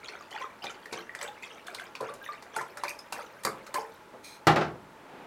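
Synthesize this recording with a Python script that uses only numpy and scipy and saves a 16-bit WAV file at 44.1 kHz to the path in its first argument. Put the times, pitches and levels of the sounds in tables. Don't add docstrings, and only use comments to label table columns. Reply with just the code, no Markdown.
import sys
import numpy as np
from scipy import signal
from scipy.fft import rfft, irfft, next_fast_len
from scipy.io import wavfile
from scipy.ndimage import uniform_filter1d, map_coordinates

SR = 44100
rng = np.random.default_rng(int(sys.argv[2]) if len(sys.argv) > 2 else 0)


def store_pcm(level_fs):
    pcm = np.round(np.clip(level_fs, -1, 1) * 32767).astype(np.int16)
    wavfile.write(sys.argv[1], SR, np.atleast_2d(pcm).T)


N = 232098
POUR_END_S = 3.9

# (low plop [dB], spray [dB], churned bubbles [dB])
SLAPS = [(0.085, -35, -34, -37, -15), (0.307, -40, -30, -6, -30), (0.4, -37.5, -22, -27, 4),
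         (0.6396, -27, -1.5, -41, -25), (.8557, -39, -43, -10, -1), (0.9266, -23.5, -2.5, -16, -33),
         (1.15, -40, -29, 2, -5), (1.2119, -29.5, -30, -11, -20), (1.228, -40, -13, 5, -28),
         (1.431, -43, -37, -28, -23), (1.6683, -40, -20, 0, -1), (1.7462, -36, -5.5, 0, -28),
         (1.7964, -36, -16, -7, 1), (1.951, -30, -21, -27, -30), (2.0073, -36, 13, -7, -23),
         (2.1384, -52.5, -9, 11, -18), (2.4231, -38.5, -17, -12.5, 1), (2.5629, -35, 5.5, 4, 5),
         (2.61, -37, -2, -7, -26), (2.7714, -33, -34, -9, -3), (2.835, -23, -10, -25, -7.5),
         (2.8806, -30.5, -28, -11.5, -12), (2.9883, -40.5, -30, -5, -17), (3.1235, -24, -7.5, -8.5, -34),
         (3.4347, -33.5, -21, -5, -14), (3.4489, -21, 0.5, -3.5, -11), (3.6651, -34.5, -32.5, -17, -4),
         (3.7412, -24.5, -1, -7.5, -3)]
# (time [s], length [s], gurgle level [dB], droplet level [dB])
SURGES = [(.035, 0.22, -54.5, -57), (0.314, 0.11, -44, -49.5), (0.62, 0.1, -46.5, -49),
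          (0.91, 0.085, -45, -46.5), (1.188, 0.089, -47, -48), (1.416, 0.14, -56.5, -57.5),
          (1.659, 0.2, -51, -52), (2.019, 0.074, -42.5, -53.5), (2.221, 0.12, -54, -55),
          (2.535, 0.067, -44, -53.5), (2.86, 0.033, -55, -45.5), (3.13, 0.098, -47, -56),
          (3.448, 0.029, -47, -67), (3.741, .06, -62, -50.5)]
# (frequency [Hz], gain [dB])
PLOP = [(30, -77), (70, -37), (105, -7.5), (140, -7), (250, -5), (420, 2), (800, -5), (1600, -13),
        (4000, -64)]
# (frequency [Hz], gain [dB])
SPRAY = [(3000, -2), (6000, 0), (9000, 5), (11000, -2), (13500, -7), (16000, -25)]


def amp(db):
    return 10 ** (np.asarray(db) / 20)


def unit(x):
    return x / np.sqrt(np.mean(x ** 2) + 1e-20)


def along(points, hz):
    f, v = np.transpose(points)
    return np.interp(np.log(hz + 1), np.log(f + 1), v)


def curves(rows):
    time_s, *columns = np.transpose(rows)
    t = np.arange(N) / SR
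    return [np.interp(t, time_s, column, left=-np.inf, right=-np.inf) for column in columns]


def fade(t, t60):
    return np.exp(-np.log(1000) * t / t60)


def add(track, s, sound):
    part = track[round(s * SR):][:len(sound)]
    part += sound[:len(part)]


def colour(x, spectrum):
    size = 2 * next_fast_len(len(x) // 2 + 4096)
    gain = amp(along(spectrum, np.fft.rfftfreq(size, 1 / SR)))
    cepstrum = irfft(np.log(gain + 1e-6))
    cepstrum[1:size // 2] *= 2
    cepstrum[size // 2 + 1:] = 0
    return irfft(rfft(x, size) * np.exp(rfft(cepstrum)))[:len(x)]


def noise(spectrum, size=N):
    return unit(colour(rng.standard_normal(size), spectrum))


def burst(spectrum, t60, attack=1e-4):
    t = np.arange(SR // 2) / SR
    return noise(spectrum, size=len(t)) * fade(t, t60) * (1 - np.exp(-t / max(attack, 1e-5)))


def bubble(t, hz, t60, rise, onset):
    pitch_hz = hz * (1 + rise * (np.minimum(t / t60, 1) - .2))
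    ring = np.sin(2 * np.pi * np.cumsum(pitch_hz, axis=-1) / SR)
    return ring * fade(t, t60) * (1 - np.exp(-t * hz / onset))


def swarm(rate, low_hz, high_hz, cycles, spread_db, rise, onset):
    t = np.arange(int(SR * min(cycles / low_hz, 1 / 45))) / SR
    when, size, life, strength = rng.random((int(rate * N / SR), 4)).T[:, :, None]
    hz = low_hz * (high_hz / low_hz) ** size
    rings = bubble(t, hz, cycles * (.5 + life) / hz, rise, onset)
    rings = amp(spread_db * strength ** 2) * rings * (1 - (t / t[-1]) ** 4)
    at = (when * N).astype(int) + np.arange(len(t))
    return unit(np.bincount(at.ravel(), rings.ravel(), N)[:N])


def room(x, wet_db, build):
    # (frequency [Hz], t60 [s])
    decay = [(100, 0.83), (700, 0.38), (3000, 0.22), (8000, 0.2), (15000, 0.22)]
    wet, size = np.zeros(N), SR // 4
    for start in range(0, N, size):
        hz, t, bins = signal.stft(rng.standard_normal(SR * 3 // 4), SR, nperseg=256)
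        envelope = fade(t, along(decay, hz)[:, None]) * (1 - np.exp(-t / build))
        tail = signal.istft(bins * envelope, SR, nperseg=256)[1]
        tail /= np.linalg.norm(tail)
        add(wet, start / SR, signal.fftconvolve(x[start:start + size], tail))
    return x + amp(wet_db) * wet


def air():
    # (frequency [Hz], density [dB per Hz])
    air_shape = [(15, -41), (25, -17), (301, -3.5), (677, -3), (754, -15), (840, 2), (1070, -5), (1400, -6),
                 (1700, -9), (2760, -16), (5000, -24.5), (9070, -29), (16000, -34.5)]
    return amp(-53) * noise(air_shape)


def side_hiss():
    # (frequency [Hz], density [dB per Hz])
    side_hiss_shape = [(20, -16), (100, -20), (400, -28.5), (2000, -43), (16000, -27)]
    return amp(-74.5) * noise(side_hiss_shape)


def trickle():
    # (time [s], level [dB])
    trickle_level = [(4.95, -60), (5.08, -52.5), (5.16, -48), (5.26, -48)]
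    # (frequency [Hz], density [dB per Hz])
    soak_shape = [(88, -20), (150, -6.5), (477, -4.5), (612, -8.5), (661, -6), (833, -3), (1160, -12),
                  (2860, -19.5), (15000, -65)]
    return amp(curves(trickle_level)[0]) * noise(soak_shape)


def carton():
    out = np.zeros(N)
    add(out, 4.138, amp(-41.5) * burst(PLOP, t60=0.11, attack=0.0016))
    return out


def glass_ring():
    # (frequency [Hz], level [dB], t60 [s])
    wall_modes = [(2380, 25, 0.12), (4200, 13.5, 0.098), (6530, 19.5, 0.11), (8950, -19, 0.073)]
    t = np.arange(SR // 2) / SR
    return sum(amp(db) * np.sin(2 * np.pi * hz * t) * fade(t, t60) for hz, db, t60 in wall_modes)


def rub():
    # (time [s], level [dB])
    rub_level = [(4.222, -93), (4.245, -57), (4.32, -63), (4.365, -65.5), (4.41, -86)]
    # (frequency [Hz], density [dB per Hz])
    skin_shape = [(1500, -20), (2500, -3), (4300, 5), (6300, -6), (8500, 1.5), (11000, -6.5), (16000, -15)]
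    friction = amp(curves(rub_level)[0]) * noise(skin_shape)
    t = np.arange(SR // 2) / SR
    damped = glass_ring() * fade(t, .016)
    damped /= np.linalg.norm(damped)
    return amp(9) * friction + amp(8.5) * signal.fftconvolve(friction, damped)[:N]


def door():
    # (time [s], case ring [dB], clatter [dB], latch crack [dB])
    blows = [(4.4696, -28.5, -15.5, -26.5), (4.477, -35.5, -24.5, -53), (4.504, -45.5, -47, -59),
             (4.560, -37.5, -23, -39.5), (4.611, -56, -27.5, -67)]
    # (frequency [Hz], level [dB], t60 [s])
    case_modes = [(70, -15, .6), (115, -4, .28), (128, 5, .34), (158, 6, .33), (174, -2, .28),
                  (206, 1, .45), (267, -12, .5), (329, 0, .5), (371, -2, .5), (415, -8, .5), (490, -5, .55),
                  (557, -8, .4), (697, -4, .5), (790, -1, .5), (826, -2, .45), (1104, -5, .3),
                  (1225, 0, .22), (1335, 6, .25)]
    # (frequency [Hz], density [dB per Hz])
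    clatter_shape = [(35, -65), (60, -35), (118, -12), (207, -15), (238, -13), (371, -7.5), (621, -8.5),
                     (803, -2), (924, -10.5), (1310, -8), (1410, -9.5), (1700, -11), (5210, -29),
                     (16000, -66)]
    # (frequency [Hz], gain [dB])
    latch_shape = [(500, -61), (1300, -13), (2800, 5), (5500, 8), (9000, -2), (16000, -11)]
    # (frequency [Hz], gain [dB])
    door_bass_shape = [(25, -47), (60, 2), (82, 6), (100, -4), (122, 3.5), (2000, 1.5)]
    ring, clatter, t = np.zeros(N), np.zeros(N), np.arange(SR) / SR
    hz, mode_db, t60 = np.transpose(case_modes)[:, :, None]
    for s, ring_db, clatter_db, crack_db in blows:
        strength_db, shape = rng.standard_normal((2, len(case_modes), 1))
        modes = np.sign(shape) * amp(mode_db + strength_db) * np.sin(2 * np.pi * hz * t) * fade(t, t60)
        add(ring, s, amp(ring_db - 2.5) * modes.sum(axis=0) * (1 - np.exp(-t / 0.0011)))
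        add(clatter, s, amp(clatter_db) * burst(clatter_shape, t60=0.19))
        add(clatter, s, amp(crack_db) * burst(latch_shape, t60=0.054))
    return colour(room(ring, wet_db=-20, build=0.031) + room(clatter, wet_db=-7, build=0.0056), door_bass_shape)


def cup(x):
    # (delay [s], level [dB])
    reflections = [(.0029, -22.5), (.0053, -18), (.0086, -13.5), (0.0137, -12), (0.0225, -20)]
    out = x.copy()
    for delay_s, db in reflections:
        add(out, delay_s, amp(db) * x)
    return out


def filling(x):
    # (frequency [Hz], gain when empty [dB], gain when full [dB])
    fill_shape = [(153, 1, -2), (493, -.5, 0.5), (1090, -1, 3), (2130, 1.5, -0.5), (3900, 3.5, 0.5),
                  (6900, 0.5, 2.5), (13000, -5, 6.5)]
    hz, empty_db, full_db = np.transpose(fill_shape)
    fill = np.minimum(np.arange(N) / SR / POUR_END_S, 1)
    empty = colour(x, np.c_[hz, empty_db])
    full = colour(x, np.c_[hz, full_db])
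    return (1 - fill) * empty + fill * full


def surging(levels_db, between_db):
    attack_s, sag_db_per_s, ebb_t60_s = 0.004, 36, 0.11
    settle_t60_s = 1
    lumps_per_s, lumps_db = 45, 2.5
    t = np.arange(N) / SR
    level = amp(between_db) * fade(np.maximum(t - POUR_END_S, 0), settle_t60_s)
    for (s, length_s, *_), db in zip(SURGES, levels_db):
        held = amp(db - sag_db_per_s * t) * (1 - np.exp(-t / attack_s))
        add(level, s, held * fade(np.maximum(t - length_s, 0), ebb_t60_s))
    lumps = map_coordinates(rng.standard_normal(size=512), [t * lumps_per_s], mode="wrap")
    return level * unit(amp(lumps_db * lumps))


def aftermath(levels_db, t60, attack):
    level, t = np.zeros(N), np.arange(SR // 2) / SR
    for (s, *_), db in zip(SLAPS, levels_db):
        add(level, s, amp(db) * fade(t, t60) * (1 - np.exp(-t / attack)))
    return level


def stream():
    # (frequency [Hz], gain [dB])
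    gurgle_shape = [(150, -72), (300, -17), (500, -8), (900, -13), (1500, -3), (2400, -2.5), (4000, -66),
                    (6000, 1)]
    # (frequency [Hz], gain [dB])
    droplet_shape = [(1800, 20), (2600, 17.5), (4000, 14), (6000, 13), (9000, 10.5), (13000, 7.5),
                     (16000, 22)]
    thin_gurgle_db, thin_droplet_db = -60.5, -66
    spatter_db, mist_db = -14, -18
    _, _, gurgle_db, droplet_db = np.transpose(SURGES)
    _, slap_db, _, spray_db, churn_db = np.transpose(SLAPS)

    gurgle = swarm(rate=600, low_hz=400, high_hz=4500, cycles=28, spread_db=17, rise=.2, onset=1.2)
    droplets = swarm(rate=900, low_hz=2200, high_hz=14500, cycles=40, spread_db=22, rise=.12, onset=2.5)
    spatter = swarm(rate=1300, low_hz=1800, high_hz=14500, cycles=34, spread_db=19, rise=.15, onset=2)
    mist = swarm(rate=1000, low_hz=4500, high_hz=15500, cycles=36, spread_db=19, rise=.08, onset=2)

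    gurgle_level = surging(gurgle_db, thin_gurgle_db)
    gurgle_level = gurgle_level + aftermath(slap_db + churn_db, t60=0.13, attack=0.04)
    droplet_level = surging(droplet_db, thin_droplet_db)
    spatter_level = aftermath(slap_db + spatter_db, t60=0.075, attack=0.0014)
    mist_level = aftermath(slap_db + spray_db + mist_db, t60=0.17, attack=0.0014)

    out = gurgle_level * unit(colour(gurgle, gurgle_shape))
    out += droplet_level * unit(colour(droplets, droplet_shape))
    out += spatter_level * unit(colour(spatter, droplet_shape))
    out += mist_level * unit(colour(mist, SPRAY))
    return out


def slaps():
    # (frequency [Hz], gain [dB])
    smack_shape = [(300, -19), (1000, 10.5), (2200, -5.5), (3000, -9.5), (4500, 2.5), (7000, -7),
                   (12000, -21)]
    out, glass = np.zeros(N), glass_ring()
    for s, db, plop_db, spray_db, _ in SLAPS:
        smack = amp(-5.5) * burst(smack_shape, t60=0.044, attack=0.002)
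        lumps = uniform_filter1d(rng.standard_normal(len(smack)), SR // 500)
        smack *= unit(amp(3 * unit(lumps)))
        plop = amp(plop_db - 11.0) * burst(PLOP, t60=0.2, attack=0.0043)
        puff = burst(SPRAY, t60=0.036, attack=0.00062)
        spray = amp(spray_db - 4.0) * (puff + amp(-36.5) * glass)
        add(out, s, amp(db) * (smack + plop + spray))
    return out


def glugs():
    # (time [s], nominal pitch [Hz], level before the layer gain [dB], t60 [s])
    large_bubbles = [(.032, 2250, -39.5, 0.018), (.084, 4340, -35, 0.024), (.153, 1470, -33, 0.014),
                     (0.209, 1194, -40.5, 0.045), (.346, 900, -39, 0.056), (.358, 847, -35.5, 0.092),
                     (.413, 1055, -36, 0.18), (.442, 1240, -29.5, .031), (.642, 810, -36, 0.065),
                     (.668, 3600, -29.5, 0.011), (.670, 2410, -38, 0.052), (0.701, 1380, -38.5, .044),
                     (.858, 1860, -32.5, 0.015), (.925, 352, -33, .031), (.989, 1590, -39.5, 0.042),
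                     (1.094, 1910, -32, 0.027), (1.150, 1840, -22.5, 0.0065), (1.228, 7840, -30.5, 0.012),
                     (1.284, 844, -39.5, 0.21), (1.432, 2124, -36, 0.033), (1.749, 4030, -24, 0.0033),
                     (1.797, 1580, -32, 0.022), (1.953, 2440, -28, 0.0075), (2.005, 1020, -31, 0.06),
                     (2.008, 536.7, -35, 0.22), (2.026, 470, -33.5, 0.033), (2.089, 1172, -34.5, 0.048),
                     (2.215, 1620, -44, 0.13), (2.263, 1910, -33, 0.02), (2.289, 1201, -33.5, 0.15),
                     (2.564, 886, -29, 0.1), (2.565, 1430, -25, 0.027), (2.586, 1388, -32, 0.034),
                     (2.611, 1030, -27.5, 0.037), (2.773, 1425, -38, 0.046), (2.836, 975, -19, 0.013),
                     (2.991, 5170, -38, 0.026), (3.124, 840, -30, 0.015), (3.189, 900, -37, .05),
                     (3.449, 542, -34, 0.2), (3.472, 1190, -16, 0.012), (3.473, 422, -31.5, 0.065),
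                     (3.756, 1040, -28, 0.094), (3.783, 863, -26, 0.077), (3.787, 453, -37, 0.1),
                     (3.85, 1800, -43, 0.022)]
    layer_db = 4.0
    out, t = np.zeros(N), np.arange(SR // 5) / SR
    for s, hz, db, t60 in large_bubbles:
        add(out, s, amp(db + layer_db) * bubble(t, hz, t60, rise=0.056, onset=0.53))
    return out


def scene():
    # (frequency [Hz], level relative to mid [dB])
    side_shape = [(30, -3), (100, -33.5), (600, -70), (1300, -65.5), (2500, -59), (4500, -32),
                  (8000, -22.5), (14000, -28)]
    broth = cup(glugs() + filling(slaps() + stream()))
    mid = room(broth + carton(), wet_db=-10.0, build=0.012) + door()
    mid = mid + rub() + trickle() + air()
    scatter = rng.standard_normal(SR // 200)
    scatter /= np.linalg.norm(scatter)
    side = colour(signal.fftconvolve(mid, scatter)[:N], side_shape) + side_hiss()
    return np.array([mid + side, mid - side])


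def record(dry):
    top_hz = 16000
    size = next_fast_len(N + SR // 2)
    passband = np.fft.rfftfreq(size, 1 / SR) < top_hz
    return irfft(rfft(dry, size) * passband, size)[:, :N]


dry = scene()
out = record(dry)
store_pcm(out)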